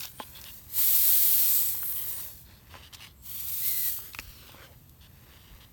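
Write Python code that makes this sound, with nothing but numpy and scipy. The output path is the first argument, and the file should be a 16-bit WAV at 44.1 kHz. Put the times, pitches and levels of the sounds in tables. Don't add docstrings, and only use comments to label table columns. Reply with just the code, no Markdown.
import sys
import numpy as np
from scipy import signal
from scipy.fft import rfft, irfft
from scipy.io import wavfile
from scipy.ndimage import map_coordinates

SR = 44100
rng = np.random.default_rng(int(sys.argv[2]) if len(sys.argv) > 2 else 0)


def int16_out(signal):
    q = np.round(np.clip(np.atleast_2d(signal).T, -1, 1) * 32767)
    wavfile.write(sys.argv[1], SR, q.astype(np.int16))


N = 252252
TIME = np.arange(N) / SR
FREQ = np.maximum(np.arange(N // 2 + 1) * SR / N, 1)


def undb(db):
    return 10 ** (np.asarray(db) / 20)


def unit(x):
    return x / np.sqrt(np.mean(x ** 2) + 1e-20)


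def curves(table):
    time_s, *columns = np.transpose(table)
    return [np.interp(TIME, time_s, column) for column in columns]


def colour(x, points):
    hz, db = np.transpose(points)
    gain = undb(np.interp(np.log(FREQ), np.log(hz), db))
    return unit(irfft(rfft(x) * gain, N))


def resonate(x, hz, width_hz):
    centre_hz = min(hz, SR / 2 - 1)
    q = hz / min(width_hz, SR / 4)
    b, a = signal.iirpeak(centre_hz, q, fs=SR)
    return signal.lfilter(b, a, x)


def ring(x, modes):
    out = 0
    for k, (hz, width_hz, db) in enumerate(modes):
        out = out + (-1) ** k * undb(db) * resonate(x, hz, width_hz)
    return out


def walk(rate_hz):
    knots = rng.standard_normal(N // 8)
    return map_coordinates(knots, [TIME * rate_hz], order=2, mode="wrap")


def grains(rate_hz, spread_db):
    hits = rng.random(N) < rate_hz / SR
    sizes = rng.standard_normal(N) * undb(spread_db * rng.standard_normal(N))
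    return unit(hits * sizes)


def swell(length_s, edge=0.32):
    return signal.windows.tukey(max(int(length_s * SR), 8), min(edge, 1))


def add(out, time_s, x):
    start = int(time_s * SR)
    x = x[max(-start, 0):max(N - start, 0)]
    first = max(start, 0)
    out[first:first + len(x)] += x


def blow(t60_s, crunch_s, size=6000):
    t = np.arange(size) / SR
    tail = rng.standard_normal(size) * np.exp(-np.log(1000) * t / t60_s)
    force = (t60_s / crunch_s) ** 2 * tail / np.linalg.norm(tail)
    force[0] += 1
    return force


# (time [s], level [dB re LEAK_REFERENCE_DB])
TRICKLE = [(0.0, -37), (0.15, -54.5), (0.196, -52.5), (0.546, -47), (0.68, -54.5)]
LONG_HISS = [(0.7, -46), (0.792, -22), (1.098, -20.5), (1.576, -22.5), (1.778, -32.5), (1.936, -30.5),
             (2.248, -38), (2.424, -54.5), (2.47, -64)]
SHORT_HISS = [(3.2, -83), (3.226, -56), (3.254, -45.5), (3.296, -39.5), (3.682, -28), (3.884, -27.5),
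              (4.1, -49.5), (5.078, -71.5), (5.15, -64.5)]
LEAK_REFERENCE_DB = 2.0


def leak():
    relative_db, = curves([*TRICKLE, *LONG_HISS, *SHORT_HISS])
    db = LEAK_REFERENCE_DB + relative_db
    return db, db.max() - db


# (frequency [Hz], relative level [dB])
JET_COLOUR = [(200, -38), (480, -34), (660, -25.5), (1500, -24.5), (2000, -18.5), (2750, -18), (3300, -14),
              (4400, -10.5), (4950, -14), (7000, -11), (8500, -6.5), (12500, 1), (14500, 2.5), (17000, 0.5)]
BODY_PER_DB = 0.1674
PINCH_S, PINCH_WIDTH_S, PINCH_DB = 1.917, 0.16, -7.5


def jet(body_hz=8300, flutter_db=0.5, sputter_db=0.15, spray_db=-9,
        shrill_hz=16950, shrill_width_hz=600, shrill_db=-6):
    leak_db, fall_db = leak()
    weak = np.clip(fall_db / 15, 0, 1)

    spray = undb(spray_db) * grains(3000, 3.2)
    gas = colour(rng.standard_normal(N) + spray, JET_COLOUR)
    gas = gas + weak * undb(shrill_db) * resonate(gas, shrill_hz, shrill_width_hz)

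    body = irfft(rfft(gas) / (1 + (FREQ / body_hz) ** 12), N)
    pinch_db = PINCH_DB * np.exp(-((TIME - PINCH_S) / PINCH_WIDTH_S) ** 2)
    body_db = BODY_PER_DB * fall_db + pinch_db

    flutter = flutter_db * (1 + weak) * (walk(45) + walk(200))
    unsteady_db = flutter + sputter_db * walk(1600)
    return (gas - body + body * undb(body_db)) * undb(leak_db + unsteady_db)


# (time [s], length [s], level [dB], centre [Hz], width [Hz])
SIZZLES = [(0.073, 0.25, -54, 9230, 1306), (0.768, 0.054, -51.5, 1000, 505), (1.3, 0.57, -38.5, 8040, 1305),
           (2.062, 0.19, -42, 9400, 2200), (3.118, .22, -66, 7900, 1290), (4.003, 0.62, -57.5, 3926, 3980)]


def sizzles():
    out = np.zeros(N)
    for time_s, length_s, db, hz, width_hz in SIZZLES:
        shape = swell(length_s, 0.98)
        turbulence = walk(width_hz) + 1j * walk(width_hz)
        band = unit(np.real(turbulence * np.exp(2j * np.pi * hz * TIME)))
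        add(out, time_s, undb(db) * shape * band[:len(shape)])
    return out


# (time [s], length [s], fundamental level [dB], top pitch [Hz],
# time to the top [s], pitch flutter [share])
WHISTLES = [(.78, .14, -54, 2200, .13, .04), (3.605, .31, -52.5, 2120, .068, .016)]
SCOOP_HZ, SAG_HZ_PER_S = 177.7, 900


def whistle(overtone_db=1, edge=0.15):
    out = np.zeros(N)
    waver, upper_waver = walk(450), walk(700)
    for time_s, length_s, db, top_hz, rise_s, flutter in WHISTLES:
        shape = swell(length_s, edge)
        n = len(shape)
        past_top_s = TIME[:n] - rise_s
        hz = top_hz + np.minimum(SCOOP_HZ * past_top_s / rise_s, -SAG_HZ_PER_S * past_top_s)
        tone_hz = hz * (1 + flutter * waver[:n])
        upper_hz = 2.05 * hz * (1 + flutter * upper_waver[:n] / 2)
        tone = np.sin(2 * np.pi * np.cumsum(tone_hz) / SR)
        upper = np.sin(2 * np.pi * np.cumsum(upper_hz) / SR)
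        add(out, time_s, np.sqrt(2) * undb(db) * shape * (tone + undb(overtone_db) * upper))
    return out


# (time [s], peak [dB], centre of emphasis [Hz], t60 of the crunch [s])
SNAPS = [(.006, -25.5, 4600, 0.018), (0.033, -25, 4530, 0.031), (.049, -38, 667, 0.02),
         (0.0545, -23, 6000, .011), (.413, -34, 7000, 0.042), (0.4408, -29.5, 4370, 0.01),
         (1.831, -29.5, 1350, 0.012), (1.923, -35, 6000, .023), (2.741, -35, 1500, .0086),
         (2.751, -43, 1500, 0.044), (2.936, -37, 6500, .02), (2.946, -31.5, 6450, 0.046),
         (3.005, -38, 3000, 0.032), (3.988, -39, 1010, 0.017), (4.134, -32, 4500, .02),
         (4.1476, -23.5, 2510, 0.014), (4.188, -16.5, 2200, 0.01), (4.193, -33.5, 1960, 0.041),
         (4.197, -26, 7000, 0.021), (4.895, -37.5, 8700, 0.016)]
# (frequency [Hz], width [Hz], relative level [dB])
WALL = [(794, 580, -3), (1396, 510, -1), (2570, 290, 0.5), (3870, 360, -6), (4380, 150, -1),
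        (5520, 620, -5.5), (7100, 490, -8), (9130, 1800, -7.5), (13900, 2900, -4)]


def snaps(crunch_s=0.014, focus=0.61):
    out = np.zeros(N)
    for time_s, db, hz, t60_s in SNAPS:
        snap = resonate(ring(blow(t60_s, crunch_s), WALL), hz, focus * hz)
        snap = snap - 2 * resonate(snap, 3170, 1500)
        add(out, time_s, undb(db) * snap / np.abs(snap).max())
    return out


# (time [s], peak [dB], softness cut-off [Hz])
KNOCKS = [(.2, -23, 2560), (.2045, -32, 2200), (1.745, -39, 1500), (2.741, -38, 3530), (2.752, -36, 3000),
          (4.19, -37, 300), (4.492, -42.5, 900), (4.543, -40, 513)]
# (frequency [Hz], width [Hz], relative level [dB])
BODY = [(252, 82, -0.5), (415, 97, -4), (556, 87, 2.5), (846, 57, 7), (1030, 31, 10), (1640, 310, -5.5),
        (3100, 1200, -11.5)]


def knocks(t60_s=0.18, crunch=0.4):
    out = np.zeros(N)
    for time_s, db, soft_hz in KNOCKS:
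        b, a = signal.butter(2, soft_hz, fs=SR)
        knock = signal.lfilter(b, a, ring(blow(t60_s, t60_s / crunch), BODY))
        add(out, time_s, undb(db) * knock / np.abs(knock).max())
    return out


# (time [s], length [s], level [dB], resonance [Hz])
RUBS_AND_AIR = [(0, 0.091, -47, 3400), (0, 0.06, -52, 5640), (0.181, 0.062, -46.5, 3220),
                (0.345, 0.063, -48.5, 3400), (0.447, 0.067, -47, 3100), (1.949, 0.1, -50.5, 3100),
                (1.93, 0.43, -64, 540), (2.438, 0.17, -62.5, 3970), (2.687, 0.14, -55.5, 3040),
                (2.818, .075, -51.5, 3100), (2.925, 0.028, -45.5, 3360), (2.935, 0.2, -56, 3450),
                (2.996, 0.087, -48.5, 2760), (3.226, 0.32, -54, 3100), (4.356, 0.22, -58.5, 3220),
                (4.46, 0.054, -59, 3050), (4.57, 0.098, -55, 1530), (4.532, .22, -57.5, 537),
                (4.621, .058, -54.5, 2980), (5.001, 0.08, -57, 3200), (5.284, 0.27, -61, 3170),
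                (5.6, 0.058, -55, 3220)]


def rubs_and_air(width=0.18, scrape_db=-2, grip_db=1.0, pressure_db=0.8, edge=0.38):
    out = np.zeros(N)
    jerks = grains(5000, 0.49) * undb(grip_db * walk(130) + pressure_db * walk(35))
    scrape = colour(jerks, [(300, -25), (900, -1.0), (1700, 1.5), (2250, 0), (2800, -35),
                            (4500, 3), (7500, -8), (9200, -4.0), (16000, -12)])
    for time_s, length_s, db, hz in RUBS_AND_AIR:
        shape = swell(length_s, edge)
        start = int(time_s * SR)
        part = slice(start, start + len(shape))
        narrow = resonate(jerks[part], hz, width * hz)
        resonance = unit(resonate(narrow, hz, hz))
        ribbed = min(hz / 3000, 1) ** 2
        stroke = unit(resonance + ribbed * undb(scrape_db) * scrape[part])
        add(out, time_s, undb(db) * stroke * shape[:len(stroke)])
    return out


# (time of the height [s], build-up [s], level [dB])
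SWIRLS = [(.45, .5, -57), (.8, 0.094, -56.5), (1.75, 0.73, -62.5), (2.22, 1, -53), (2.51, 0.054, -59),
          (2.77, 0.087, -51), (3.03, 0.13, -58.5), (4.05, 0.13, -55.5), (4.62, 0.26, -52.5),
          (5.35, 0.18, -58.5), (5.6, 0.37, -58)]
FROTH_SETTLE_S = 0.077
# (frequency [Hz], relative level [dB])
FROTH_COLOUR = [(150, -52), (330, 3.5), (580, 1), (740, -8), (1000, -2), (1600, -1), (2400, -3),
                (5000, -10), (10000, -19)]


def froth(crackle_db=-13, crackle_rate_hz=40):
    power = np.zeros(N)
    for time_s, build_s, db in SWIRLS:
        decay = np.maximum((time_s - TIME) / build_s, (TIME - time_s) / FROTH_SETTLE_S)
        power = power + (undb(db) * np.exp(-decay)) ** 2
    bubbles = colour(grains(3500, 0.82), FROTH_COLOUR) * undb(walk(30))
    crackle = undb(crackle_db) * unit(ring(grains(crackle_rate_hz, 0.55), WALL))
    return (bubbles + crackle) * np.sqrt(power)


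# (time [s], lag [ms])
GROUND = [(0, 1.35), (.8, .95), (1.2, .6), (1.78, .95), (2.2, 1.04), (2.43, 1.19), (3.3, .9), (4.1, .6),
          (4.45, .76), (4.9, 1.15), (5.72, 1)]
BOUNCE_STRONG, BOUNCE_WEAK, BOUNCE_FALL_DB = 0.06, 0.33, 17


def ground(x):
    lag_ms, = curves(GROUND)
    _, fall_db = leak()
    share = np.interp(fall_db, [0, BOUNCE_FALL_DB], [BOUNCE_STRONG, BOUNCE_WEAK])
    late = map_coordinates(x, [(TIME - lag_ms / 1000) * SR], order=3)
    return (x + share * late) / np.sqrt(1 + share ** 2)


def yard(x, wet_db=-21, t60_s=0.12):
    t = TIME[:SR // 2]
    tail = rng.standard_normal(len(t)) * np.exp(-np.log(1000) * t / t60_s) * (t > 0.006)
    return x + undb(wet_db) * signal.fftconvolve(x, tail / np.linalg.norm(tail))[:N]


# (time [s], length [s], level [dB], frequency [Hz])
BUMPS = [(2.708, 0.082, -51, 89), (4.197, 0.028, -47, 54.4), (4.268, 0.045, -47, 48),
         (5.501, 0.068, -50.5, 49.4)]


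def bumps():
    out = np.zeros(N)
    for time_s, length_s, db, hz in BUMPS:
        shape = swell(length_s)
        cycles = np.sin(2 * np.pi * hz * TIME[:len(shape)])
        add(out, time_s, np.sqrt(2) * undb(db) * shape * cycles)
    return out


# (frequency [Hz], relative level [dB])
TOWN = [(20, -25), (40, -4.5), (65, 3), (125, -2.5), (160, -6.5), (240, -11.5), (400, -22), (1000, -25),
        (2000, -35), (3400, -31), (6000, -36), (10000, -31), (13200, -23), (17000, -32)]
TOWN_DB = -54.5
# (mean frequency [Hz], level [dB])
HUM = [(76, -65.5), (122, -65.5)]


def town(drift_hz=2.524):
    out = undb(TOWN_DB) * colour(rng.standard_normal(N), TOWN)
    for hz, db in HUM:
        phase = 2 * np.pi * np.cumsum(hz + drift_hz * walk(9)) / SR
        out = out + undb(db) * unit(np.sin(phase))
    return out


def scene():
    mirrored = ground(jet() + sizzles() + rubs_and_air() + froth())
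    bottle = mirrored + whistle() + snaps() + knocks()
    return (yard(bottle) + bumps() + town())[None]


def record(dry, port_hz=10550, port_width_hz=1600, port_depth=0.65, top_hz=17300):
    coloured = dry - port_depth * resonate(dry, port_hz, port_width_hz)
    low_pass = signal.ellip(12, 0.1, 80, top_hz, fs=SR, output="sos")
    return signal.sosfilt(low_pass, coloured)


dry = scene()
out = record(dry)
int16_out(out)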